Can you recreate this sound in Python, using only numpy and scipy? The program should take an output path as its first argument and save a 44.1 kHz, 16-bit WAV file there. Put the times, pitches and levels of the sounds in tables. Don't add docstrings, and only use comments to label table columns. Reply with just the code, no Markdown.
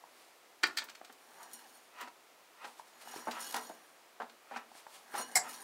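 import sys
import numpy as np
from scipy import signal
from scipy.io import wavfile
from scipy.ndimage import uniform_filter1d

SR = 44100
rng = np.random.default_rng(int(sys.argv[2]) if len(sys.argv) > 2 else 0)


def to_wav(s):
    ch = np.atleast_2d(s).T
    pcm = np.round(np.clip(ch, -1, 1) * 32767)
    wavfile.write(sys.argv[1], SR, pcm.astype(np.int16))


N = 248500
TIME = np.arange(N) / SR
HIT_TIME = TIME[:SR // 3]
LN_1000 = np.log(1000)

# start_s, level_db, rebound_s, tilt_db_per_octave, ring_db
LEVER_CLACKS = [(.6338, -26, .0047, 1.5, 8.5), (.7708, -36.5, .012, 6, 13.5)]
# start_s, level_db, tilt_db_per_octave, ring_db
LEVER_TICKS = [(.6683, -46.5, 10, -6), (0.8188, -44.5, -1.5, 1), (.8394, -46, 15, -12), (.884, -52, 0, 9),
               (0.895, -49, 4, -10), (0.95, -52, 3, -1), (1.046, -52, 4.5, -4), (1.096, -51.5, -5.5, -2),
               (1.125, -55.5, 12, -5), (2.01, -47, 11, -14), (3.311, -40, 4.5, -1), (4.294, -55.5, 1, -19)]
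# pitch_hz, level_db, base_t60_s
LEVER_MODES = [(312, -19, .1), (845, -18, .13), (1290, -11, .1), (1400, -7, .1), (1475, -7, .12),
               (1750, -9, .1), (1798, 4, .07), (1850, -6, .07), (2088, -7, .1), (2196, -11, .1),
               (2368, -5, .1), (2565, -12, .12), (3127, -14, .1), (3180, -14, .1), (3350, -14, .12),
               (3830, -13, .1), (3967, -13, .1), (4130, -11, .11), (4382, -4, .08), (4746, -7, .12),
               (4266, -12, .08), (5114, -16, .09)]
# frequency_hz, density_db
LEVER_SPECTRUM = [(60, -33), (170, -27), (280, -0.5), (520, -11), (800, -0.5), (1050, -3.5), (1450, 2),
                  (1900, -1), (2900, -4), (3550, -4.5), (4400, -6.5), (6000, -13.5), (8000, -15.5),
                  (10500, -28), (15500, -29)]


def lever_arm(tick_contact_s=.0052):
    clacks = rebounds(LEVER_CLACKS, count=2, contact_share=.55, softening=.83,
                      level_step_db=.5, tilt_step_db=-3, ring_step_db=-.5)
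    ticks = [(s, db, tick_contact_s, tilt_db, ring_db) for s, db, tilt_db, ring_db in LEVER_TICKS]
    return strikes(clacks + lead_in_clicks(LEVER_CLACKS) + ticks, LEVER_SPECTRUM, LEVER_MODES,
                   grain_db=2.5, damping=1.84, rattle_db=-26, rattle_s=.065, blur_hz=11)


# start_s, level_db, rebound_s, tilt_db_per_octave, ring_db
CALIPER_CLANKS = [(5.355, -25, .0065, 1, 8)]
# pitch_hz, level_db, base_t60_s
CALIPER_MODES = [(742, -1, .16), (1125, -10, .12), (1609, -14, .12), (1860, -10, .08), (2046, -6, .13),
                 (2115, 0, .12), (4130, -14, .18), (4700, -11, .15), (5182, -8, .1), (5334, -5, .15),
                 (5679, -9, .17), (6400, -13, .11), (6917, -3, .12), (7307, -3, .14), (7477, -6, .19),
                 (7850, -1, .14), (8053, -11, .12), (8146, -7, .15), (9275, -6, .09), (9404, -8, .09),
                 (9776, -7, .12), (9974, -2, .11), (10740, -12, .12), (11272, -13, .1), (13662, -10, .09),
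                 (13883, -13, .09)]
# frequency_hz, density_db
CALIPER_SPECTRUM = [(60, -30), (160, -17), (250, -13.5), (520, -12), (760, -0.5), (1300, -6.5), (2050, 6.5),
                    (2700, -17), (3500, -11.5), (5000, -1.5), (6200, -7), (7700, -7.5), (11000, -9),
                    (15500, -16)]


def caliper_clank():
    clanks = rebounds(CALIPER_CLANKS, count=3, contact_share=.29, softening=1.55,
                      level_step_db=-.14, tilt_step_db=-.18, ring_step_db=-2)
    return strikes(clanks + lead_in_clicks(CALIPER_CLANKS), CALIPER_SPECTRUM, CALIPER_MODES,
                   grain_db=5, damping=1.7, rattle_db=-36, rattle_s=.012, blur_hz=19)


# start_s, level_db, tilt_db_per_octave, ring_db
DISC_CATCHES = [(1.43, -49, 1.5, -5), (1.532, -49, 9, 9.5), (3.404, -50.5, 7, 12), (3.542, -36.5, -2, -15),
                (3.563, -39, -1, -15), (3.692, -54, -1, -10), (5.314, -58, 2, 8.5), (5.492, -50.5, 5.5, 6)]
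# pitch_hz, level_db, base_t60_s
DISC_MODES = [(1614, -7, .15), (2928, -3, .42), (3294, -11, .15), (3811, -10, .15), (4242, -4, .15),
              (4350, -6, .12), (5361, -7, .2), (5700, -3, .22), (5964, -13, .15), (6700, -8, .1),
              (6772, -1, .16), (7428, -11, .25), (8400, -12, .1), (8990, -9, .1), (9280, 1, .17),
              (9400, -5, .08), (9905, -13, .1), (10740, -11, .09), (11300, -13, .07), (11455, -9, .08),
              (12338, -13, .1), (12850, -16, .08), (13199, -14, .1), (13720, -9, .08), (14650, -14, .08)]
# frequency_hz, density_db
DISC_SPECTRUM = [(300, -26.5), (1500, -8), (4000, 1), (6500, 0), (7800, -2), (9400, 0.5), (10400, -1),
                 (11300, -0.5), (13700, -7), (15800, -6.5)]


def disc_pings(contact_s=.0036):
    catches = [(s, db, contact_s, tilt_db, ring_db) for s, db, tilt_db, ring_db in DISC_CATCHES]
    return strikes(catches, DISC_SPECTRUM, DISC_MODES,
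                   grain_db=7, damping=1.33, rattle_db=-29, rattle_s=.012, blur_hz=30.8)


def disc_friction(pressure, firm_db=-47, damping=1.8):
    brush = colour(grit(N, grain_db=4.5, grain_s=.0015) * pressure, DISC_SPECTRUM)
    drive = grit(N, grain_db=5.3, grain_s=.006) * pressure
    sing = np.zeros(N)
    total = np.linalg.norm([amp(db) for _, db, _ in DISC_MODES])
    for hz, db, t60 in DISC_MODES:
        treble_bias = np.clip(.091 * np.log2(hz / 4000), -.5, .4)
        touch = (pressure / amp(firm_db) + 1e-6) ** -treble_bias
        turn = unit(amp(7 * np.tanh(wander(per_s=20))))
        pole = np.exp((2j * np.pi * hz - LN_1000 * damping / t60) / SR)
        input_gain = np.sqrt(2 - 2 * abs(pole) ** 2)
        mode = signal.lfilter([input_gain], [1, -pole], drive * touch * turn + 1e-12).real
        sing += amp(db) / total * mode
    return brush + sing


# start_s, hold_s, level_db
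WHEEL_SPINS = [(1.304, 0.31, -61.5), (3.087, 0.53, -55), (5.134, 0.71, -56)]
# start_s, hold_s, level_db, release_s
PAD_RUBS = [(1.388, 0.049, -69, 0.011), (1.51, 0.28, -71, .05), (3.08, 0.092, -57.5, 0.01),
            (3.4, 0.14, -48.5, 0.062), (5.163, 0.051, -46, 0.011), (5.497, 0.026, -51.5, 0.058)]
# frequency_hz, density_db
HUB_SPECTRUM = [(100, -34.5), (240, -1.5), (480, -6), (640, -6.5), (810, 6.5), (1000, -2), (1400, -6.5),
                (1620, 3.5), (2200, -10), (4000, -34), (8000, -49)]


def spinning_wheel(drag_db=-3.5):
    rolling = sum(amp(db) * held(s, hold_s, attack_s=.089, release_s=.16)
                  for s, hold_s, db in WHEEL_SPINS)
    warp = sum(amp(db) * held(s, hold_s, attack_s=.013, release_s=release_s)
               for s, hold_s, db, release_s in PAD_RUBS)
    disc = disc_friction(pressure=amp(drag_db) * rolling + warp)
    hub = colour(grit(N, grain_db=2.9, grain_s=.0038) * rolling, HUB_SPECTRUM)
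    return amp(-4) * disc + amp(-2) * hub


# start_s, level_db, rebound_s, tilt_db_per_octave, ring_db
FRAME_KNOCKS = [(2.022, -51.5, 0.0076, -7.5, -3), (2.074, -46.5, 0.0066, 3.5, -9.5),
                (2.644, -40, 0.0064, 3.5, -6), (3.181, -47, 0.0044, -8.5, -9.5),
                (3.271, -33.5, .01, -5, -14), (3.541, -35.5, 0.017, 3, 1.5), (3.696, -44, 0.01, -5.5, -16),
                (4.200, -38, .016, -1.5, -9), (4.510, -43.5, 0.008, -1, -1.5),
                (4.561, -37, 0.0086, 2.5, -12), (5.139, -35.5, 0.0098, 1, -2.5),
                (5.19, -41, 0.017, -1.5, -4)]
# pitch_hz, level_db, base_t60_s
FRAME_MODES = [(247.7, -5.5, 0.23), (454, -5.5, 0.25), (474, -24, .1), (784, -28, .11), (806.5, 7.5, .11),
               (945, 1.5, 0.11), (1400, -17, 0.11), (1895, -8.5, 0.14)]
# frequency_hz, density_db
FRAME_SPECTRUM = [(40, -30), (100, -28), (160, -25), (225, -5), (500, -7.5), (830, 2.5), (1150, -3.5),
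                  (1700, -6), (2500, -19), (4500, -26.5), (9000, -42), (15000, -57)]


def frame_knocks():
    knocks = rebounds(FRAME_KNOCKS, count=2, contact_share=.46, softening=1.36,
                      level_step_db=-3.5, tilt_step_db=2.5, ring_step_db=2)
    return strikes(knocks, FRAME_SPECTRUM, FRAME_MODES,
                   grain_db=-.5, damping=.76, rattle_db=-24, rattle_s=.012, blur_hz=6.8)


# time_s, level_db, pitch_hz
HOLLOW_TAPS = [(0.039, -43, 970), (1.014, -37.5, 741), (2.797, -36.5, 905), (3.074, -38, 820),
               (3.140, -38, 830), (3.162, -34, 366), (4.717, -45, 800), (4.752, -41, 815),
               (4.867, -34, 854)]


def hollow_taps(gain_db=-4, rise_s=.00219, knock_db=-7):
    out, t = np.zeros(N), HIT_TIME
    envelope = (t / rise_s * np.exp(1 - t / rise_s)) ** 2
    for s, db, hz in HOLLOW_TAPS:
        note = np.sin(2 * np.pi * hz * t)
        knock = amp(knock_db) * colour(rng.standard_normal(len(t)), FRAME_SPECTRUM)
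        add(out, s - rise_s / 2, amp(db + gain_db) * (note + knock) * envelope)
    return out


# peak_s, level_db, width_s, tilt_db_per_octave
SCUFF_STROKES = [(1.42, -52.5, 0.054, -4.5), (2.019, -42.5, 0.058, 2), (2.643, -47.5, .065, -.5),
                 (3.14, -54, .14, 1), (3.37, -43.5, .11, 0.5), (3.577, -44.5, .075, -5),
                 (4.566, -46, .07, 1.5), (5.184, -40.5, 0.047, -2.5), (5.474, -46, 0.097, -1)]
# frequency_hz, density_db
SCUFF_SPECTRUM = [(47, -92), (80, -38.5), (747, -5), (852, -7), (993, 3.5), (1080, -6.5), (1320, 2.5),
                  (1610, -14), (1870, -4), (2330, -13.5), (2490, -7.5), (3460, -19), (15000, -41.5)]


def scuffs():
    return strokes(SCUFF_STROKES, SCUFF_SPECTRUM, rise_share=.56, grain_db=0, grain_s=.0027)


# peak_s, level_db, width_s
SLEEVE_PASSES = [(0.208, -64, 0.25), (2.679, -58, 0.095), (2.794, -58.5, 0.045), (2.88, -62.5, 0.053),
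                 (3.021, -53.5, 0.041), (3.176, -52.5, 0.058), (4.776, -55.5, 0.081), (4.949, -53.5, 0.085)]
# frequency_hz, density_db
SLEEVE_SPECTRUM = [(240, -22), (400, -6.5), (791, 2), (1590, -4.5), (1740, -4.5), (4130, -6.5), (6710, -12),
                   (9230, -11), (15000, -24)]


def sleeve_swishes(tilt_db=1.94):
    passes = [(s, db, width_s, tilt_db) for s, db, width_s in SLEEVE_PASSES]
    return strokes(passes, SLEEVE_SPECTRUM, rise_share=.48, grain_db=1, grain_s=.002)


# frequency_hz, t60_s
ROOM_DECAY = [(150, 0.5), (800, 0.26), (2500, 0.15), (7000, 0.15), (15000, 0.069)]


def workshop_reverb(x, build_s=.0091):
    t = HIT_TIME
    hz, when, bands = signal.stft(rng.standard_normal(len(t)), SR, nperseg=256)
    decay = np.exp(-LN_1000 * when / read(ROOM_DECAY, hz)[:, None])
    tail = signal.istft(bands * decay, SR, nperseg=256)[1][:len(t)]
    tail *= 1 - np.exp(-(t / build_s) ** 2)
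    return signal.fftconvolve(x, tail / np.linalg.norm(tail))[:N]


# frequency_hz, density_db
AIR_SPECTRUM = [(15, -79), (25, -28), (107, -22.5), (179, -16), (361, -5), (500, -5), (620, -4), (672, -2),
                (729, -2.5), (857, -4.5), (1280, -5), (1430, -7.5), (2460, -9.5), (2660, -11), (15800, -22)]


def room_air(level_db=-62):
    return amp(level_db) * colour(rng.standard_normal(N), AIR_SPECTRUM)


def strikes(rows, spectrum, modes, grain_db, damping, rattle_db, rattle_s, blur_hz):
    out, t = np.zeros(N), HIT_TIME
    hz, mode_db, t60 = np.transpose(modes)[:, :, None]
    decay = np.exp(-LN_1000 * t * damping / t60)
    for s, db, contact_s, tilt_db, ring_db in rows:
        progress = t / contact_s
        onset = 1 - np.exp(-2 * progress)
        blow = np.sqrt(2 * progress) * np.exp(.5 - progress)
        rattle = amp(rattle_db) * onset * np.exp(-t / rattle_s)
        chatter = colour(grit(len(t), grain_db, grain_s=.0004) * (blow + rattle), spectrum, tilt_db)
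        weight = amp(mode_db + tilt_db * np.log2(hz))
        phase = 2 * np.pi * rng.random(hz.shape)
        drift = np.cumsum(rng.standard_normal(len(t))) * np.sqrt(2 * np.pi * blur_hz / SR)
        drift = uniform_filter1d(drift, size=120) * rng.choice([-1, 1], hz.shape)
        ring = (weight * decay * np.sin(2 * np.pi * hz * t + phase + drift)).sum(0)
        add(out, s, amp(db) * (chatter + amp(ring_db) * onset * ring / np.linalg.norm(weight)))
    return out


def rebounds(rows, count, contact_share, softening, level_step_db, tilt_step_db, ring_step_db):
    return [(s + k * gap_s, db + k * level_step_db, contact_share * gap_s * softening ** k,
             tilt_db + k * tilt_step_db, ring_db + k * ring_step_db)
            for s, db, gap_s, tilt_db, ring_db in rows for k in range(count)]


def lead_in_clicks(rows, lead_s=.0034, softer_db=15, width_s=.0014, ring_db=-10):
    return [(s - lead_s, db - softer_db, width_s, tilt_db, ring_db) for s, db, _, tilt_db, _ in rows]


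def strokes(rows, spectrum, rise_share, grain_db, grain_s):
    out = np.zeros(N)
    for s, db, width_s, tilt_db in rows:
        swell = held(s, 0, attack_s=rise_share * width_s, release_s=(1 - rise_share) * width_s)
        heard = np.flatnonzero(swell > .003)
        friction = grit(len(heard), grain_db, grain_s) * swell[heard]
        add(out, TIME[heard[0]], amp(db) * colour(friction, spectrum, tilt_db))
    return out


def grit(count, grain_db, grain_s):
    grain = (TIME[:count] / grain_s).astype(int)
    noise = rng.standard_normal(count)
    strength = amp(grain_db * rng.standard_normal(count).clip(-2, 2))
    return unit(noise * strength[grain])


def colour(x, spectrum, tilt_db=0, size=4096):
    hz = abs(np.fft.fftfreq(size, 1 / SR))
    gain = unit(amp(read(spectrum, hz) + tilt_db * np.log2(np.maximum(hz, 500))))
    log_response = signal.hilbert(np.log(gain + 1e-5)).conj()
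    impulse = np.fft.ifft(np.exp(log_response)).real
    return signal.fftconvolve(x, impulse[:size // 2])[:len(x)]


def held(s, hold_s, attack_s, release_s):
    return np.exp(-np.maximum(s - TIME, 0) / attack_s - np.maximum(TIME - s - hold_s, 0) / release_s)


def wander(per_s):
    knots = np.arange(0, TIME[-1] + 1, 1 / per_s)
    return np.interp(TIME, knots, rng.standard_normal(len(knots)))


def read(points, hz):
    table_hz, value = np.transpose(points)
    return np.interp(np.log(hz + 1), np.log(table_hz + 1), value)


def amp(db):
    return 10 ** (np.asarray(db) / 20)


def unit(x):
    return x / np.sqrt(np.mean(x ** 2) + 1e-20)


def add(mix, s, sound):
    part = mix[max(round(s * SR), 0):][:len(sound)]
    part += sound[:len(part)]


def scene():
    metal = lever_arm() + caliper_clank() + disc_pings() + spinning_wheel()
    dull = frame_knocks() + hollow_taps()
    rubbing = scuffs() + sleeve_swishes()
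    reverb = workshop_reverb(amp(-10) * metal + amp(-15) * dull + amp(-12) * rubbing)
    return (metal + dull + rubbing + reverb + room_air())[None]


def record(dry):
    low_hz, high_hz = 110, 15800
    highpass = signal.butter(1, low_hz, "highpass", fs=SR, output="sos")
    lowpass = signal.firwin(511, high_hz, window=("kaiser", 9), fs=SR)
    return signal.oaconvolve(signal.sosfilt(highpass, dry), lowpass[None], "same")


dry = scene()
out = record(dry)
to_wav(out)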